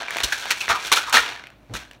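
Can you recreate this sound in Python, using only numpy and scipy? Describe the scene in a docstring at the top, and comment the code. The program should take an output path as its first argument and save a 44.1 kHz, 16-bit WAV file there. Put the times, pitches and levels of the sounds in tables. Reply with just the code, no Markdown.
"""Pill bottles tumbling onto a lap

Plastic pill bottles slip from a pair of hands and tumble onto a lap and each other in a quiet bedroom.
Each jolt throws a shower of random impacts, played as ringing wall modes with contact noise.
Between jolts sparser-sounding trickles follow a level curve, and single ticks are a crack and a short ring.
Soft thumps are low sines with dull noise; a faint hum and room noise, both filtered noise, lie underneath."""
import sys
import numpy as np
from scipy import signal
from scipy.fft import rfft, irfft
from scipy.io import wavfile

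SR = 44100
rng = np.random.default_rng(int(sys.argv[2]) if len(sys.argv) > 2 else 0)


def transcribe(u):
    """Save the signal u as a 16-bit wav file named by the first command-line argument.

    u: samples, shape (n,) or (channels, n), limited to [-1, 1]; the rate is SR.
    q: integer samples, one column per channel.
    """
    v = np.clip(np.atleast_2d(u).T, -1, 1)
    q = np.round(v * 32767).astype(np.int16)
    wavfile.write(sys.argv[1], SR, q)


def gain_from_db(level_db):
    """Turn a decibel level (scalar or array-like) into a linear amplitude factor."""
    decades = np.asarray(level_db, float) / 20
    return 10 ** decades


N = 88200  # two seconds


def evened(x):
    """Scales a sound to mean power 1."""
    return x / np.sqrt(np.mean(x ** 2) + 1e-20)


def read(points, hz):
    """Reads a (frequency [Hz], value) table along a logarithmic frequency axis."""
    f, value = np.transpose(points)
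    return np.interp(np.log(hz + 1), np.log(f + 1), value)


def add(mix, s, sound):
    """Lays a sound into the mix from s seconds on."""
    part = mix[round(s * SR):][:len(sound)]
    part += sound[:len(part)]


def butter_filter(x, order, hz, kind):
    """A Butterworth filter."""
    return signal.sosfilt(signal.butter(order, hz, kind, fs=SR, output="sos"), x)


def coloured(x, points):
    """Weights the spectrum of x by a (frequency [Hz], level [dB]) table."""
    hz = np.fft.rfftfreq(len(x), 1 / SR)
    return irfft(rfft(x) * gain_from_db(read(points, hz)), len(x))


def resonate(x, hz, width_hz):
    """A resonance of gain 1, fixed or moving: shifts hz down to zero, smooths, and shifts back."""
    turn = np.exp(2j * np.pi * np.cumsum(hz * np.ones(len(x))) / SR)
    r = np.exp(-np.pi * width_hz / SR)
    smooth = signal.lfilter([1 - r], [1, -r], x / turn)
    return 2 * (turn * smooth).real


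def shelf(x, treble_db):
    """Lifts or lowers the treble above a split at 5600 Hz."""
    low = butter_filter(x, 2, 5600, "low")
    high = butter_filter(x, 2, 5600, "high")
    return low - gain_from_db(treble_db) * high  # the two bands meet in opposite phase


def air():
    """Room noise as coloured noise, and a wavering hum as noise through narrow resonances."""
    # spectrum of the room noise: (frequency [Hz], relative level [dB])
    air_spectrum = [(20, -22.5), (50, -22), (90, -12.5), (280, -5.5), (450, -16.5), (610, -7), (900, -18.5),
                    (2500, -27.5), (6000, -43.5), (16000, -40.5)]
    # hum bands: (frequency [Hz], width [Hz], level [dB])
    hum_bands = [(56.6, 8.2, -60), (117.8, 8.5, -61.5)]
    hum = np.zeros(N)
    for hz, width_hz, db in hum_bands:
        hum += gain_from_db(db) * evened(resonate(rng.standard_normal(N), hz, width_hz))
    noise = evened(coloured(rng.standard_normal(N), air_spectrum))
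    return gain_from_db(-55.5) * noise + hum


def room(x):
    """Sparse echoes off the bedroom, each band dying at its own speed."""
    # decay of the room: (frequency [Hz], t60 [s])
    room_decay = [(300, 0.24), (1000, 0.2), (3000, 0.24), (6000, 0.087), (14000, 0.037)]
    echoes = np.zeros(SR // 2)
    at = np.arange(150, len(echoes) - 20, 20)
    # one echo of random sign somewhere in each 20 samples
    echoes[at + rng.integers(0, 20, len(at))] = rng.choice([-1., 1.], len(at))
    hz, t, bands = signal.stft(echoes, SR, nperseg=128)
    decay = gain_from_db(-60 * t / read(room_decay, hz)[:, None])
    tail = signal.istft(bands * decay, SR, nperseg=128)[1]
    return signal.fftconvolve(x, tail / np.linalg.norm(tail))[:N]


def thump(s, level_db, hz, t60, puff_db):
    """A soft thump: a low sine push with a dull puff of noise, swelling in and dying away together."""
    rise_s = 0.02
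    t = np.arange(12000) / SR
    puff = evened(butter_filter(rng.standard_normal(len(t)), 2, (80, 500), "band"))
    shape = (1 - np.exp(-t / rise_s)) ** 2 * gain_from_db(level_db - 60 * t / t60)
    return s, shape * (2 * np.sin(2 * np.pi * hz * t) + gain_from_db(puff_db) * puff)


def crack(t, t60):
    """A short burst of contact noise, coloured and decaying."""
    # spectrum of plastic contact: (frequency [Hz], relative level [dB])
    crack_spectrum = [(180, -59.5), (300, -10), (1400, -12), (1550, -1), (4170, -22.5), (13300, -33.5),
                      (15700, -38.5), (16500, -57)]
    noise = evened(coloured(rng.standard_normal(len(t)), crack_spectrum))
    return noise * gain_from_db(-60 * t / t60)


def pill_taps(count):
    """Sounds of one pill meeting the wall at different spots: the modes in other shares, and a crack."""
    # bottle wall modes: (frequency [Hz], relative level [dB], t60 [s])
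    wall_modes = [(428, -23, 0.02), (950, -2.5, 0.023), (1313, 1, 0.0253), (1540, 5.5, 0.014),
                  (1862, -3.5, 0.036), (2402, 7, 0.011), (2920, 3, 0.01), (3553, 0.5, 0.0086),
                  (4100, 0.5, 0.014), (5470, 5.5, 0.0024)]
    share_spread_db, pitch_spread = 4, 0.07  # pitch spread as a fraction
    crack_db, crack_t60 = 8, 0.0035
    t = np.arange(2000) / SR
    hz, db, t60 = np.transpose(wall_modes)[:, :, None]
    taps = []
    for _ in range(count):
        share, shift = rng.standard_normal((2, len(wall_modes), 1))
        decay = gain_from_db(db + share_spread_db * share - 60 * t / t60)
        modes = decay * np.sin(2 * np.pi * hz * (1 + pitch_spread * shift) * t)
        taps.append(evened(modes.sum(0) + gain_from_db(crack_db) * crack(t, crack_t60)))
    return taps


def hits(length, per_s, spread_db):
    """Random moments, sizes and signs of pill impacts, mean power 1."""
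    spread = np.minimum(rng.exponential(1, length), 3.5)  # capped, so that no impact is huge
    size = gain_from_db(spread_db * spread) * rng.choice([-1, 1], length)
    return evened(size * (rng.random(length) < per_s / SR))


def rattle(force, taps):
    """Every impact plays one of the taps, picked at random."""
    spot = rng.integers(0, len(taps), len(force))
    sound = np.zeros(len(force))
    for k, tap in enumerate(taps):
        sound += signal.oaconvolve(force * (spot == k), tap)[:len(force)]
    return sound / np.sqrt(len(taps[0]))


def hollow(force, hz):
    """The air and wall of a bottle ringing in one steep band: two equal resonances in a row."""
    width_hz = 370  # of each resonance
    ring = resonate(resonate(force, hz, width_hz), hz, width_hz)
    return ring * np.sqrt(SR / (np.pi * width_hz))  # makes up for the narrow band


def trickle(taps):
    """Pills sliding and settling as the bottles turn: steady random impacts under moving levels."""
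    # course of the trickle: (time [s], level [dB], treble [dB])
    course = [(0, -28, -4.5), (.07, -38, -9), (.15, -32.5, 2), (.4, -39.5, 14), (.47, -32.5, 0.5),
              (.6, -44, 14), (.64, -34, 5.5), (.67, -40.5, 8.5), (.76, -37, 0), (0.871, -34.5, 14),
              (.91, -37.5, 6), (.96, -32.5, 19.5), (1.05, -35, 2.5), (1.12, -47, 7), (1.2, -31, 12),
              (1.25, -29.5, 0.5), (1.351, -37, -3), (1.5, -54, -23), (1.598, -69, 2.5), (1.69, -66.5, 4.5),
              (1.799, -42.5, 6.5), (1.9, -59.5, 2), (1.95, -53.5, -1), (2, -74, -5)]
    # hollow bottle ring, held until the next row: (time [s], frequency [Hz], ring level [dB])
    hollow_rows = [(0, 1540, -7.5), (.28, 1460, -5), (.55, 2280, 1.5), (0.819, 1378, -5),
                   (1.061, 1140, -10), (1.199, 1544, -7.5), (1.399, 2140, -8.5), (1.791, 1520, -8)]
    s, level_db, treble_db = np.transpose(course)
    at, hz, ring_db = np.transpose(hollow_rows)
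    t = np.arange(N) / SR
    force = hits(N, per_s=3000, spread_db=4.1)
    row = np.maximum(np.searchsorted(at, t) - 1, 0)
    ring = gain_from_db(ring_db[row]) * hollow(force, hz[row])
    pills = shelf(rattle(force, taps), np.interp(t, s, treble_db))
    return gain_from_db(np.interp(t, s, level_db)) * (pills + ring)


def tick(s, level_db, ring_hz, ring_t60, treble_db):
    """One pill: a crack of contact noise and a short decaying ring."""
    t = np.arange(2500) / SR
    ring = np.sin(2 * np.pi * ring_hz * t) * gain_from_db(-60 * t / ring_t60)
    contact = gain_from_db(-3) * shelf(crack(t, t60=0.012), treble_db)
    return s, gain_from_db(level_db) * (ring + contact)


def jolt(taps, s, level_db, ring_hz, hold_s, ring_db, treble_db):
    """A shower of pills that holds, then settles; the bottle rings along."""
    settle_t60 = 0.076
    t = np.arange(12000) / SR
    settle = gain_from_db(-60 * np.maximum(t - hold_s, 0) / settle_t60)
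    force = hits(len(t), per_s=3600, spread_db=4.0) * settle
    force[0] = gain_from_db(13.5)  # the bottle's own knock opens each shower
    ring = gain_from_db(ring_db) * hollow(force, ring_hz)
    return s, gain_from_db(level_db) * (shelf(rattle(force, taps), treble_db) + ring)


def scene():
    """Pills close to the microphone, their echo in the room, the air of the room, and thumps."""
    # jolts that throw the pills:
    # (time [s], level [dB], wall ring [Hz], shower hold [s], ring level [dB], treble [dB])
    jolt_rows = [(.234, -36, 2810, 0.009, 9.5, 28), (0.323, -25.5, 1540, 0.0046, 7.5, 9.5),
                 (0.502, -31, 1870, 0.02, 0, -22), (0.506, -17.5, 1800, 0.0023, -5.5, 12),
                 (0.606, -35.5, 2590, 0.01, 12, 15.5), (0.688, -23, 2160, 0.02, -9.5, 7),
                 (0.698, -26.5, 1267, 0.028, 12, 5), (0.696, -32, 730, 0.017, 12, 1),
                 (0.747, -36.5, 1100, 0.015, 14.5, 11), (0.918, -17, 950, 0.0016, 1, 12),
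                 (0.925, -15, 4100, 0.0026, 4, 14), (0.966, -22.5, 1410, 0.013, 0.5, 9.5),
                 (1.07, -34.5, 1030, 0.036, 5, 3), (1.126, -23.5, 950, 0.026, 3.5, 14.5),
                 (1.14, -14.5, 1300, 0.037, -5, 4), (1.165, -25, 1860, 0.018, 6.5, 9.5),
                 (1.738, -42, 1130, 0.0045, 6, 18), (1.747, -37.5, 1770, 0.02, -1.5, 13),
                 (1.754, -42, 2400, 0.0089, 4, 3.5)]
    # single pill ticks: (time [s], level [dB], ring [Hz], ring t60 [s], treble [dB])
    tick_rows = [(0.021, -22, 706, 0.015, -16), (0.083, -18.5, 2340, 0.02, -12),
                 (0.107, -17, 1800, 0.012, 7), (0.148, -23.5, 2320, 0.017, -1),
                 (0.16, -18, 660, 0.014, -14), (0.169, -14, 830, 0.0061, 2), (0.185, -18, 2460, 0.016, 6),
                 (0.204, -16, 3680, .012, 4), (0.211, -20.5, 2500, 0.014, -21),
                 (0.225, -23, 2700, 0.0095, -13), (0.456, -17, 900, 0.013, -2), (0.578, -27, 2270, .01, 10),
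                 (0.681, -14.5, 1790, 0.0031, -25.5), (.791, -29, 2100, .006, 4),
                 (0.849, -22.5, 3600, 0.0054, -5), (.917, -8, 2030, 0.023, -5),
                 (.974, -13.5, 1370, 0.038, -9.5), (1.097, -28.5, 1230, 0.012, 21.5),
                 (1.171, -2, 1830, .016, 0), (1.194, -13, 1420, 0.026, -1), (1.29, -21.5, 3340, 0.013, -5),
                 (1.439, -30, 2100, .016, -15), (1.470, -32, 2430, .006, 5), (1.503, -42, 2500, .005, 5),
                 (1.697, -43, 1500, .006, -20), (1.752, -22, 1350, .014, -5), (1.822, -36, 1550, .025, -8),
                 (1.912, -32.5, 2770, 0.011, 6.5), (1.933, -38, 2480, 0.011, 2)]
    # soft thumps: (time [s], level [dB], pitch [Hz], t60 [s], puff level [dB])
    thump_rows = [(0.23, -9, 52.7, 0.061, -1.5), (0.679, -32, 67, 0.19, 8), (1.176, -38.5, 61.6, 0.15, -15),
                  (1.689, -24, 110, 0.16, -3), (1.722, -24, 51.2, 0.13, 3.5), (1.78, -37, 60, 0.18, -2.5)]
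    taps = pill_taps(count=32)
    near = trickle(taps)
    for row in jolt_rows:
        add(near, *jolt(taps, *row))
    for row in tick_rows:
        add(near, *tick(*row))
    near = butter_filter(near, 2, 399, "high")  # little sounds below this
    mix = near + gain_from_db(-15) * room(near) + air()
    for row in thump_rows:
        add(mix, *thump(*row))
    return mix[None]


def low_pass(x):
    """A steep low-pass: nothing sounds above 16850 Hz."""
    return signal.sosfilt(signal.butter(12, 16850, fs=SR, output="sos"), x)


def record(dry):
    """The input rounds off the highest peaks, then limits the band."""
    ceiling = gain_from_db(-1)
    rounded = ceiling * np.tanh(dry / ceiling)
    low_cut = signal.butter(3, 30, "high", fs=SR, output="sos")
    top_cut = signal.cheby2(12, 35, 16200, fs=SR, output="sos")
    return low_pass(signal.sosfilt(np.vstack([low_cut, top_cut]), rounded))


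dry = scene()
out = record(dry)
transcribe(out)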